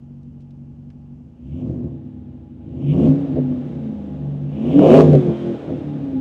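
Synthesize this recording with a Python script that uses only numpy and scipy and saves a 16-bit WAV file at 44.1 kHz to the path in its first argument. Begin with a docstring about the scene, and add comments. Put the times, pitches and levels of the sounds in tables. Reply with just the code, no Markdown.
"""On a lawn a big V8 off-roader idles with a lope and is revved three times, each time harder. Uneven firing
pulses excite the standing waves of the exhaust, and engine orders sweep through them. Pulsed noise makes the
intake and gas jet hiss; a wave repeated each cycle makes the valve gear whirr. Struck resonances burble on the
overrun and sharp cracks ring out at the loudest peaks; a faint duct tone, ticks and air lie beneath, and the
last rev overloads the microphone, which clips the loudest peaks."""
import sys
import numpy as np
from scipy import signal
from scipy.fft import rfft, irfft, next_fast_len
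from scipy.io import wavfile
from scipy.ndimage import uniform_filter1d

SR = 44100
rng = np.random.default_rng(int(sys.argv[2]) if len(sys.argv) > 2 else 0)


def digitize_waveform(pressure):
    """Quantize a signal to 16-bit integers and store it at the path in sys.argv[1].

    Rows of a 2-D input are taken as channels; values are limited to [-1, 1].
    """
    field = np.atleast_2d(pressure).T
    bounded = np.clip(field, -1, 1)
    quanta = np.round(bounded * 32767).astype(np.int16)
    wavfile.write(sys.argv[1], SR, quanta)


N = 273800
TIME_S = np.arange(N) / SR

# Leading engine orders, in multiples of the four-stroke cycle rate: 8 is the firing rate,
# and the uneven banks add most others.
LEADING_ORDERS = (2, 3, 4, 5, 6, 7, 8, 9, 10, 11, 13, 16)
# Cylinders in firing order. Each entry: pulse strength in dB.
CYLINDERS = [-5.5, 0.5, -1, -3.5, -3, -3, -18, -1]
# Silencer and tailpipe modes. 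Each row: frequency in Hz, width in Hz, gain in dB.
BARK_MODES = [(340, 100, -2.5), (431.6, 25.4, 9.5), (496.7, 38.8, 7.5), (545.5, 50.7, 5.5), (582, 21, 6),
              (635, 88, 0), (754.5, 49, -9), (744, 33, -10.5), (1130, 220, -20)]


def from_db(db):
    """Amplitude gain from a level: 20 dB is a factor of ten."""
    return 10 ** (np.asarray(db) / 20)


def rms_one(x):
    """Normalise the mean power to 1."""
    return x / np.sqrt(np.mean(x ** 2) + 1e-20)


def drift(rate):
    """Slow random modulation: normal values of spread 1, rate per second, joined by straight lines."""
    return np.interp(TIME_S * min(rate, 300), np.arange(2048), rng.standard_normal(2048))


def evened(x, span):
    """Automatic gain: hold the rms near 1 over about span seconds, while faster throbs stay."""
    size = max(int(span * SR), 8)
    power = uniform_filter1d(uniform_filter1d(x * x, size), size)
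    return x / np.sqrt(np.maximum(power, 1e-20))


def cut(x, hz, kind, order):
    """Butterworth low- or high-pass: maximally flat passband."""
    return signal.sosfilt(signal.butter(order, min(hz, .45 * SR), kind, fs=SR, output="sos"), x)


def coloured(x, spectrum):
    """Spectral shaping: weight a sound by a smooth curve of Hz and dB, then set its rms to 1."""
    hz, db = np.transpose(spectrum)
    size = next_fast_len(N + SR // 2)
    bins = np.maximum(np.arange(size // 2 + 1) * SR / size, 1)
    skirt = np.minimum(bins / hz[0], 1) ** 4   # falls away below the first frequency
    weight = skirt * from_db(np.interp(np.log(bins), np.log(hz), db))
    return rms_one(irfft(rfft(x, size) * weight, size)[:N])


def resonate(x, modes):
    """Modal sum: parallel two-pole resonances of alternating sign, as along a pipe."""
    out = 0
    for k, (hz, width, db) in enumerate(modes):
        r = np.exp(-np.pi * width / SR)
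        poles = [1, -2 * r * np.cos(2 * np.pi * hz / SR), r * r]
        gain = (-1) ** k * from_db(db) * (1 - r * r) / 2
        out = out + gain * signal.lfilter([1, 0, -1], poles, x + 1e-18)
    return out


def each_cycle(orders, turn, size=8192):
    """Fourier synthesis: repeat the wave with these complex orders once per engine cycle."""
    return np.interp(turn % 1 * size, np.arange(size), irfft(orders, size)) * size


def load(lead_s=0):
    """Throttle load: each blip ramps up linearly, is held and dies away exponentially."""
    # Each row: opening in seconds, time to the start of decay in seconds, load from 0 to 1,
    # attack in seconds, release time constant in seconds.
    blips = [(1.38, .31, .74, .22, .17), (2.6, .48, .87, .36, .1), (4.5, .51, 1, .31, .06)]
    t = TIME_S + lead_s
    return sum(depth * np.clip((t - s) / attack, 0, 1) * np.exp(-np.maximum(t - s - held, 0) / release)
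               for s, held, depth, attack, release in blips)


def swells(rows):
    """Level modulation: Gaussian bumps in dB, one curve for each level column."""
    return sum(np.outer(db, np.exp(-((TIME_S - s) / width) ** 2)) for s, width, *db in rows)


def at_speed(rate):
    """Speed dependence: coasting levels in dB, interpolated along the logarithm of engine speed."""
    # Levels with the throttle shut. Each row: speed in cycles per second, then boom, bark,
    # valve whirr, intake hiss and gas jet, each in dB.
    coasting = [(5.95, -38, -75, -81, -80, -84.5), (13.5, -38.5, -57, -70.5, -78.5, -87),
                (28.2, -32.5, -42.5, -57, -66.5, -75), (36.4, -33, -42, -53, -66, -74.5),
                (41.36, -43.5, -33, -48.5, -60.5, -69.5), (46.8, -30.5, -34.5, -44.5, -56.5, -63)]
    rates, *columns = np.transpose(coasting)
    return [np.interp(np.log(rate), np.log(rates), c) for c in columns]


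def scatter(turn):
    """Cyclic variation of combustion: a random surplus or lack at each firing."""
    fired = np.diff(np.floor(turn * len(CYLINDERS)), prepend=0) > 0
    return fired * rng.standard_normal(N)


def puffs(turn, depth):
    """Pulsed turbulence: noise whose level swings by depth dB either way with every firing."""
    return rng.standard_normal(N) * from_db(depth * np.cos(2 * np.pi * len(CYLINDERS) * turn))


def background_air():
    """Steady broadband noise, strongest in the bass."""
    # Noise spectrum. Each row: frequency in Hz, relative level in dB.
    air_colour = [(50, 2), (150, -4), (500, -5), (1000, -19.5), (3000, -42), (8000, -48), (16000, -57.5)]
    return from_db(-57.5) * coloured(rng.standard_normal(N), air_colour)


def ticks():
    """Noise bursts with exponential decay: short dry rustles that die at once."""
    # Footfalls and clothing ticks beside the door. 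Each row: start in seconds, level in dB
    # before the common cut, time to decay by 60 dB in seconds, high-pass frequency in Hz.
    rustles = [(0.232, -44, 0.015, 4600), (.405, -51.5, 0.14, 3200), (0.507, -47, 0.04, 3300),
               (0.902, -47, 0.046, 810)]
    # Rustle spectrum. Each row: frequency in Hz, relative level in dB.
    tick_colour = [(400, 6), (1300, 23), (2800, 21), (4200, 13), (7000, 5), (14000, -20)]
    out = np.zeros(N)
    noise = coloured(rng.standard_normal(N), tick_colour)
    for s, db, t60, low_hz in rustles:
        decay_db = 60 * np.clip((TIME_S - s) / t60, 0, 2)
        out += (TIME_S >= s) * from_db(db - decay_db) * cut(noise, low_hz, "high", order=3)
    return from_db(-10.5) * out


def howl(rate):
    """Flow-excited resonance: moving air sings faintly in one fixed duct mode, louder with speed."""
    song = resonate(rng.standard_normal(N), [(822.4, 16, 0)])   # Hz, width Hz, dB
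    song = cut(cut(song, 700, "high", order=3), 950, "low", order=3)
    return from_db(np.interp(rate, [6, 13, 30, 50], [-72.0, -65.0, -54.0, -50.5])) * rms_one(song)


def whines(turn, rate):
    """Order-locked overtones of the running gear surface and sink at random as the revs fall."""
    # Each row: multiple of the cycle rate, level against the whirr in dB before a 2 dB cut.
    overtones = [(24, -16), (25, -17), (32, -20), (36, -15), (48, -14), (56, -18), (72, -15), (76, -19)]
    tones = 0
    for k, db in overtones:
        level_db = db - 2 + 6 * np.minimum(drift(14), 1) + 2 * drift(60)
        phase = k * turn + rng.random() + .08 * drift(50)   # in turns, slightly unsteady
        tones = tones + from_db(level_db) * np.sin(2 * np.pi * phase)
    fast = np.interp(rate, [22, 44], [0, 1])   # lost at low speed
    return np.sqrt(2) * fast * np.clip(1 - load(), 0, 1) * tones


def engine_bay(turn, rate, count=380):
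    """Periodic impacts and pulsed flow noise: valve gear whirrs, intake and gas jet hiss in puffs."""
    # Spectra of the whirr, intake hiss and gas jet. Each row: frequency in Hz, relative level in dB.
    whirr_colour = [(800, 3.5), (1000, -6), (1200, -2), (1600, -4.5), (2000, -7), (2800, -10.5),
                    (3700, -10), (4400, -21), (8000, -34.5), (16000, -53)]
    intake_colour = [(1500, -33.5), (2050, -12.5), (2280, -3.5), (2500, -2.5), (2900, 0), (3150, -4),
                     (3500, -9.5), (4500, -36.5)]
    jet_colour = [(2500, -25.5), (4200, 0), (6500, -0.5), (9000, -10.5), (12000, -27), (16000, -22)]
    # The intake hiss swells (+) and slackens (-) during the blips.
    # Each row: centre in seconds, half width in seconds, level change in dB.
    gulps = [(1.43, 0.046, -1.5), (1.61, 0.028, 2.5), (1.72, 0.098, -6), (2.72, 0.074, -2),
             (2.905, 0.057, 8), (2.97, 0.034, -6.5), (3.055, 0.02, 5.5), (4.55, .04, 3.5), (4.67, 0.078, 3),
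             (4.97, 0.047, 1)]
    whirr_load_db, intake_load_db, jet_load_db = 8.5, 19.5, 14.5   # added by full load
    intake_load = load(lead_s=0.055)   # the intake draws air before the exhaust answers

    whirr_db, intake_db, jet_db = at_speed(rate)[2:]
    whirr_db = whirr_db + whirr_load_db * load() * rate / rate.max()   # load times speed
    intake_db = intake_db + intake_load_db * intake_load + swells(gulps)[0]
    jet_db = jet_db + jet_load_db * load()

    strengths = from_db(6 * np.clip(rng.standard_normal(count), -2, 2))
    valves = each_cycle(strengths * np.exp(2j * np.pi * rng.random(count)), turn)
    noise = coloured(rng.standard_normal(N), whirr_colour)
    whirr = .62 * coloured(valves, whirr_colour) + .8 * noise

    depth_db = np.interp(rate, [6, 25], [.6, 2.5])   # the flow is smooth at idle
    intake_flutter = from_db(2 * np.clip(intake_load, 0, 1) * drift(200))
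    intake = coloured(puffs(turn, depth_db), intake_colour) * intake_flutter
    jet = coloured(puffs(turn, depth_db), jet_colour) * from_db(0.53 * drift(51))
    return (from_db(whirr_db) * (whirr + whines(turn, rate))
            + from_db(intake_db) * intake + from_db(jet_db) * jet)


def burbles():
    """Impulse response of the pipe: unburnt fuel goes off, barks, and the main standing wave rings."""
    # Each row: start in seconds, peak level in dB.
    bursts = [(3.364, -14.5), (3.378, -15.5), (5.131, -4), (5.148, -5), (5.266, -24), (5.700, -29),
              (6.126, -26)]
    kick = signal.unit_impulse(SR)
    pop = resonate(kick, BARK_MODES) + resonate(kick, [(141.0, 2.27, 28.5)])   # Hz, width Hz, dB
    pop = cut(cut(pop, 760, "low", order=5), 96, "high", order=4)
    pop = pop / np.abs(pop).max()
    out = np.zeros(N)
    for s, db in bursts:
        at = int(s * SR)
        out[at:at + len(pop)] += (from_db(db) * pop)[:N - at]
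    return out


def cracks(turn, rate):
    """Steep pressure pulses ring very briefly; near top speed under load every firing adds a rasp."""
    # Sharp cracks at the loudest peaks of the last rev. Each row: start in seconds, peak level in dB before the
    # common gain.
    loud_peaks = [(4.877, -29), (4.892, -29), (4.9214, -37), (4.928, -27), (4.9555, -19), (4.9725, -19),
                  (4.980, -18), (5.001, -20), (5.0083, -17), (5.0153, -30), (5.0186, -20),
                  (5.1329, -23.5), (5.143, -31.5), (5.1528, -23)]
    # Ring of a crack. Each row: frequency in Hz, width in Hz, gain in dB.
    crack_modes = [(500, 250, 10), (2100, 3000, -3.5)]
    gain_db, rasp_db = 2.5, -28
    crack = cut(resonate(signal.unit_impulse(SR // 20), crack_modes), 4200, "low", order=1)
    force = np.clip(load(), 0, 1) ** 2 * np.interp(rate, [36, 50], [0, 1])
    kicks = np.abs(scatter(turn)) * force * from_db(rasp_db)
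    for s, db in loud_peaks:
        kicks[int(s * SR)] = from_db(db + gain_db)
    return signal.fftconvolve(kicks, crack / np.abs(crack).max())[:N]


def firing(turn, rate, count=150):
    """Fourier series of two uneven banks, the right one delayed; leading orders are left to drone()."""
    # Places of the left bank's cylinders in the firing order, counted from 0.
    left_bank = (0, 3, 5, 6)
    crossover_s, right_bank_db = 0.00065, -8.5   # the right bank's longer way to the tailpipe
    lazy_cylinder = 2   # place in the firing order
    slots = np.arange(len(CYLINDERS))
    delays = np.exp(-2j * np.pi * np.outer(np.arange(count), slots / len(slots)))
    orders = delays * from_db(CYLINDERS)
    orders[[0, *LEADING_ORDERS]] = 0
    left = np.isin(slots, left_bank)

    uneven = np.clip(np.interp(rate, [6, 14], [.35, 1]), 0, 1)   # the banks are better matched at idle
    late = turn - crossover_s * rate * uneven
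    # taking away one cylinder's pulse at idle gives the lope
    lope = np.interp(rate, [6.2, 10], [1.1, 0]) * each_cycle(orders[:, lazy_cylinder], late)
    near = each_cycle(orders @ left, turn)
    far = each_cycle(orders @ ~left, late) - lope
    return (near + from_db(right_bank_db * uneven) * far) * rate / SR


def drone(turn, rate, effort, surge_db, waver_db):
    """Additive synthesis of the leading orders, which grow with speed and load and flutter under load."""
    # Strength of each leading order, lowest first. Each row: coasting level in dB at the reference
    # speed before the common gain, rise at full load in dB, rise with speed in dB per octave.
    order_levels = [(-23, -1.5, 15), (-8.5, 7, 14.5), (-10, 7, 13.5), (-5.5, 20, 18.5), (-6.5, 2.5, 9.5),
                    (-4.5, 12.5, 26), (6, 17, 11), (-1.5, 15, 22), (-6, 11.5, 11.0), (-5, 21.5, 12),
                    (-4.5, 20.5, 14), (-7.5, 19, 5)]
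    gain_db, reference_rate, growl_db = 0.44, 42.4, 3   # dB, cycles per s, dB of flutter at full load
    octaves = np.log2(rate / reference_rate)
    tones = 0
    for k, (db, load_db, speed_db) in zip(LEADING_ORDERS, order_levels):
        level_db = db + speed_db * octaves + load_db * effort + surge_db + waver_db * drift(25)
        level_db = level_db + growl_db * effort * (drift(110) - .5)   # the tones break up into a growl
        tones = tones + from_db(level_db) * np.sin(2 * np.pi * (k * turn + rng.random()))
    return np.sqrt(2) * from_db(gain_db) * tones


def standing_waves(x):
    """Minimum-phase filter from the cepstrum: each peak builds up and rings on after a tone has left."""
    # Peaks and dips of the pipe before heating. Each row: frequency in Hz, gain in dB.
    pipe_response = [(25, -55.5), (47, -29.5), (58, -31.5), (77, -22), (86, -32), (95, -31), (112, -33.5),
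                     (128, -34), (139, -13.5), (153, -36), (170, -27.5), (189, -39.5), (206, -26.5),
                     (224, -36), (243, -30.5), (268, -28), (294, -45), (327, -36.5), (348, -37.5),
                     (382, -51), (422, -37.5), (460, -45.5), (510, -41), (600, -46.5), (850, -45)]
    hz, db = np.transpose(sorted(pipe_response))
    size = 2 * next_fast_len(len(x) // 2 + SR // 2)
    bins = np.maximum(np.arange(size // 2 + 1) * SR / size, 1)
    gain = from_db(np.interp(np.log(bins), np.log(hz), db))
    cepstrum = irfft(np.log(gain))[:size // 2]
    cepstrum[1:] *= 2   # folding makes the filter causal
    return irfft(rfft(x, size) * np.exp(rfft(cepstrum, size)))[:len(x)]


def hot_pipe(x, stretch, pipe):
    """Sound travels faster in hot gas: the pipe rings on a faster clock, which lifts its pitch."""
    clock = np.cumsum(np.clip(stretch, .5, 2))
    steps = np.arange(int(clock[-1]) + 1)
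    return np.interp(clock, steps, pipe(np.interp(steps, clock, x)))


def silencer_delay(x):
    """Pure propagation delay: a linear phase shift holds sound back by the sum of the chamber times."""
    # Round trips in the silencer's chambers. Each entry: time in seconds.
    chamber_times = (0.003633, 0.005194, .0083)
    size = next_fast_len(N + SR // 2)
    hz = np.arange(size // 2 + 1) * SR / size
    return irfft(rfft(x, size) * np.exp(-2j * np.pi * hz * sum(chamber_times)), size)[:N]


def exhaust(turn, rate):
    """Source and resonator: pulses boom in the long pipe and bark in the silencer, orders drone."""
    # Low standing waves of the exhaust. Each row: frequency in Hz, width in Hz, gain in dB.
    boom_modes = [(76.8, 14, 5), (102, 35, -6.5), (136.4, 9.9, 8), (170.7, 4.8, -2.5), (190.2, 9.7, -9),
                  (246.5, 9.56, 7.5), (323.1, 19.5, -3)]
    # Combustion catches (+) or falters (-) for a moment. 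Each row: centre in seconds,
    # half width in seconds, then changes of boom, bark and leading orders, each in dB.
    surges = [(1.295, 0.11, -4, 6, -8), (1.45, 0.023, -6.5, 0.5, 5.5), (1.53, 0.035, -1, -1.5, 4.5),
              (1.59, 0.022, -4.5, 0.5, -0.5), (1.72, 0.044, 4, 2, 3.5), (1.86, 0.064, 7.5, 7, 7),
              (2.0, .08, 2, 1.5, -1.5), (2.89, .05, -0.5, -3, 2.5), (2.98, 0.05, 5, 0, -1.5),
              (3.08, 0.032, 6, 0.5, 1), (3.272, 0.025, 2.5, 2.5, -9), (3.37, 0.055, 14, 4, 5.5),
              (3.43, 0.034, -7.5, -1.5, 6), (3.521, 0.047, -4, 2, 10), (4.25, 0.17, -2.5, 2.5, 4.5),
              (5.13, 0.092, 13, 4, 9.5), (5.289, 0.044, 18.5, 4.5, 11.5), (5.39, 0.03, 0, -4.5, -4),
              (5.49, 0.08, 1, -5.5, 6), (5.61, 0.054, -3, -2, -8), (5.719, 0.053, 11.5, 3, 7),
              (6.169, 0.049, -1.5, -12, 6)]
    boom_load_db, bark_load_db, top_end_db = 15, 19, 3   # added by full load, the last near top speed
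    heat_by_load, heat_by_speed, reference_rate = 0.037, 0.0017, 7.9   # share, share per cycle/s, cycles/s

    effort = load()
    surge_db, bark_surge_db, tone_surge_db = swells(surges)
    boom_db, bark_db = at_speed(rate)[:2]
    boom_db = boom_db + boom_load_db * effort + surge_db
    bark_db = bark_db + bark_load_db * effort + bark_surge_db
    stretch = 1 + heat_by_load * effort + heat_by_speed * (rate - reference_rate)

    tones = hot_pipe(drone(turn, rate, effort, tone_surge_db, waver_db=2), stretch, standing_waves)

    pulses = firing(turn, rate)
    rough = np.interp(rate, [6, 14, 45], [.16, .24, .14])
    boom = hot_pipe(pulses + rough * scatter(turn), stretch, lambda gas: resonate(gas, boom_modes))
    boom = cut(boom, 60, "high", order=7)
    # pulses are round at idle and grow sharper with speed
    sharp = np.clip(np.interp(rate, [6, 14, 35], [.05, .5, .9]), 0, 1)
    round_boom = coloured(boom, [(30, 0.5), (255, 1.5), (320, -8.0), (600, -25.5)])
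    sharp_boom = coloured(boom, [(30, -17), (85, -12.5), (140, -7.0), (350, 1.0), (450, -5.0), (800, -25.5)])
    boom = evened((1 - sharp) * round_boom + sharp * sharp_boom, span=0.32)

    turbulence = np.interp(rate, [6, 14, 45], [.22, .2, .18]) * np.sqrt(len(CYLINDERS) * rate / SR)
    gas = pulses + rough * scatter(turn) + turbulence * puffs(turn, depth=18.2)
    bark = resonate(silencer_delay(gas), BARK_MODES)
    bark = cut(cut(bark, 310, "high", order=3), 1300, "low", order=4)
    bark = evened(bark, span=.035)

    top_end = from_db(top_end_db * effort * np.interp(rate, [32, 42], [0, 1]))
    return top_end * (tones + from_db(boom_db) * boom + from_db(bark_db) * bark)


def scene():
    """Phase integration: the crank angle drives the engine; its speed hunts, relatively most when slow."""
    # Engine speed before hunting; eight firings make a cycle.
    # Each row: time in seconds, speed in four-stroke cycles per second.
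    speed_curve = [(0.0, 5.91), (1.15, 5.9), (1.4, 7.44), (1.5, 8.92), (1.6, 12.05), (1.7, 15.85),
                   (1.95, 13.65), (2.3, 12.45), (2.58, 11.64), (2.8, 16.7), (2.88, 17.89), (2.95, 22.09),
                   (3.03, 27.99), (3.12, 34.1), (3.2, 35.3), (3.4, 32.24), (3.65, 30.46), (3.95, 25.98),
                   (4.25, 23.8), (4.47, 23.98), (4.6, 27.12), (4.7, 31.19), (4.8, 38.28), (4.9, 45.07),
                   (4.96, 51.06), (5.02, 51.38), (5.1, 49.1), (5.3, 42.94), (5.48, 43.57), (5.6, 40.51),
                   (5.9, 36.65), (6.21, 32.0)]
    seconds, cycles = np.transpose(speed_curve)
    speed = np.interp(TIME_S, seconds, cycles)
    rate = speed * (1 + np.interp(speed, [6, 14, 30], [.008, .008, .003]) * drift(22))
    turn = np.cumsum(rate) / SR   # engine cycles completed
    background = background_air() + ticks() + howl(rate)
    engine = engine_bay(turn, rate) + burbles() + cracks(turn, rate) + exhaust(turn, rate)
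    return (background + engine)[None]


def record(dry):
    """Saturation and band limiting: the loudest peaks are clipped flat, the top is cut."""
    clipped = np.clip(dry, -1, 1)
    low_pass = signal.ellip(10, .1, 80, 15800, fs=SR, output="sos")   # ripple dB, stop dB, edge Hz
    return signal.sosfilt(low_pass, clipped)


dry = scene()
out = record(dry)
digitize_waveform(out)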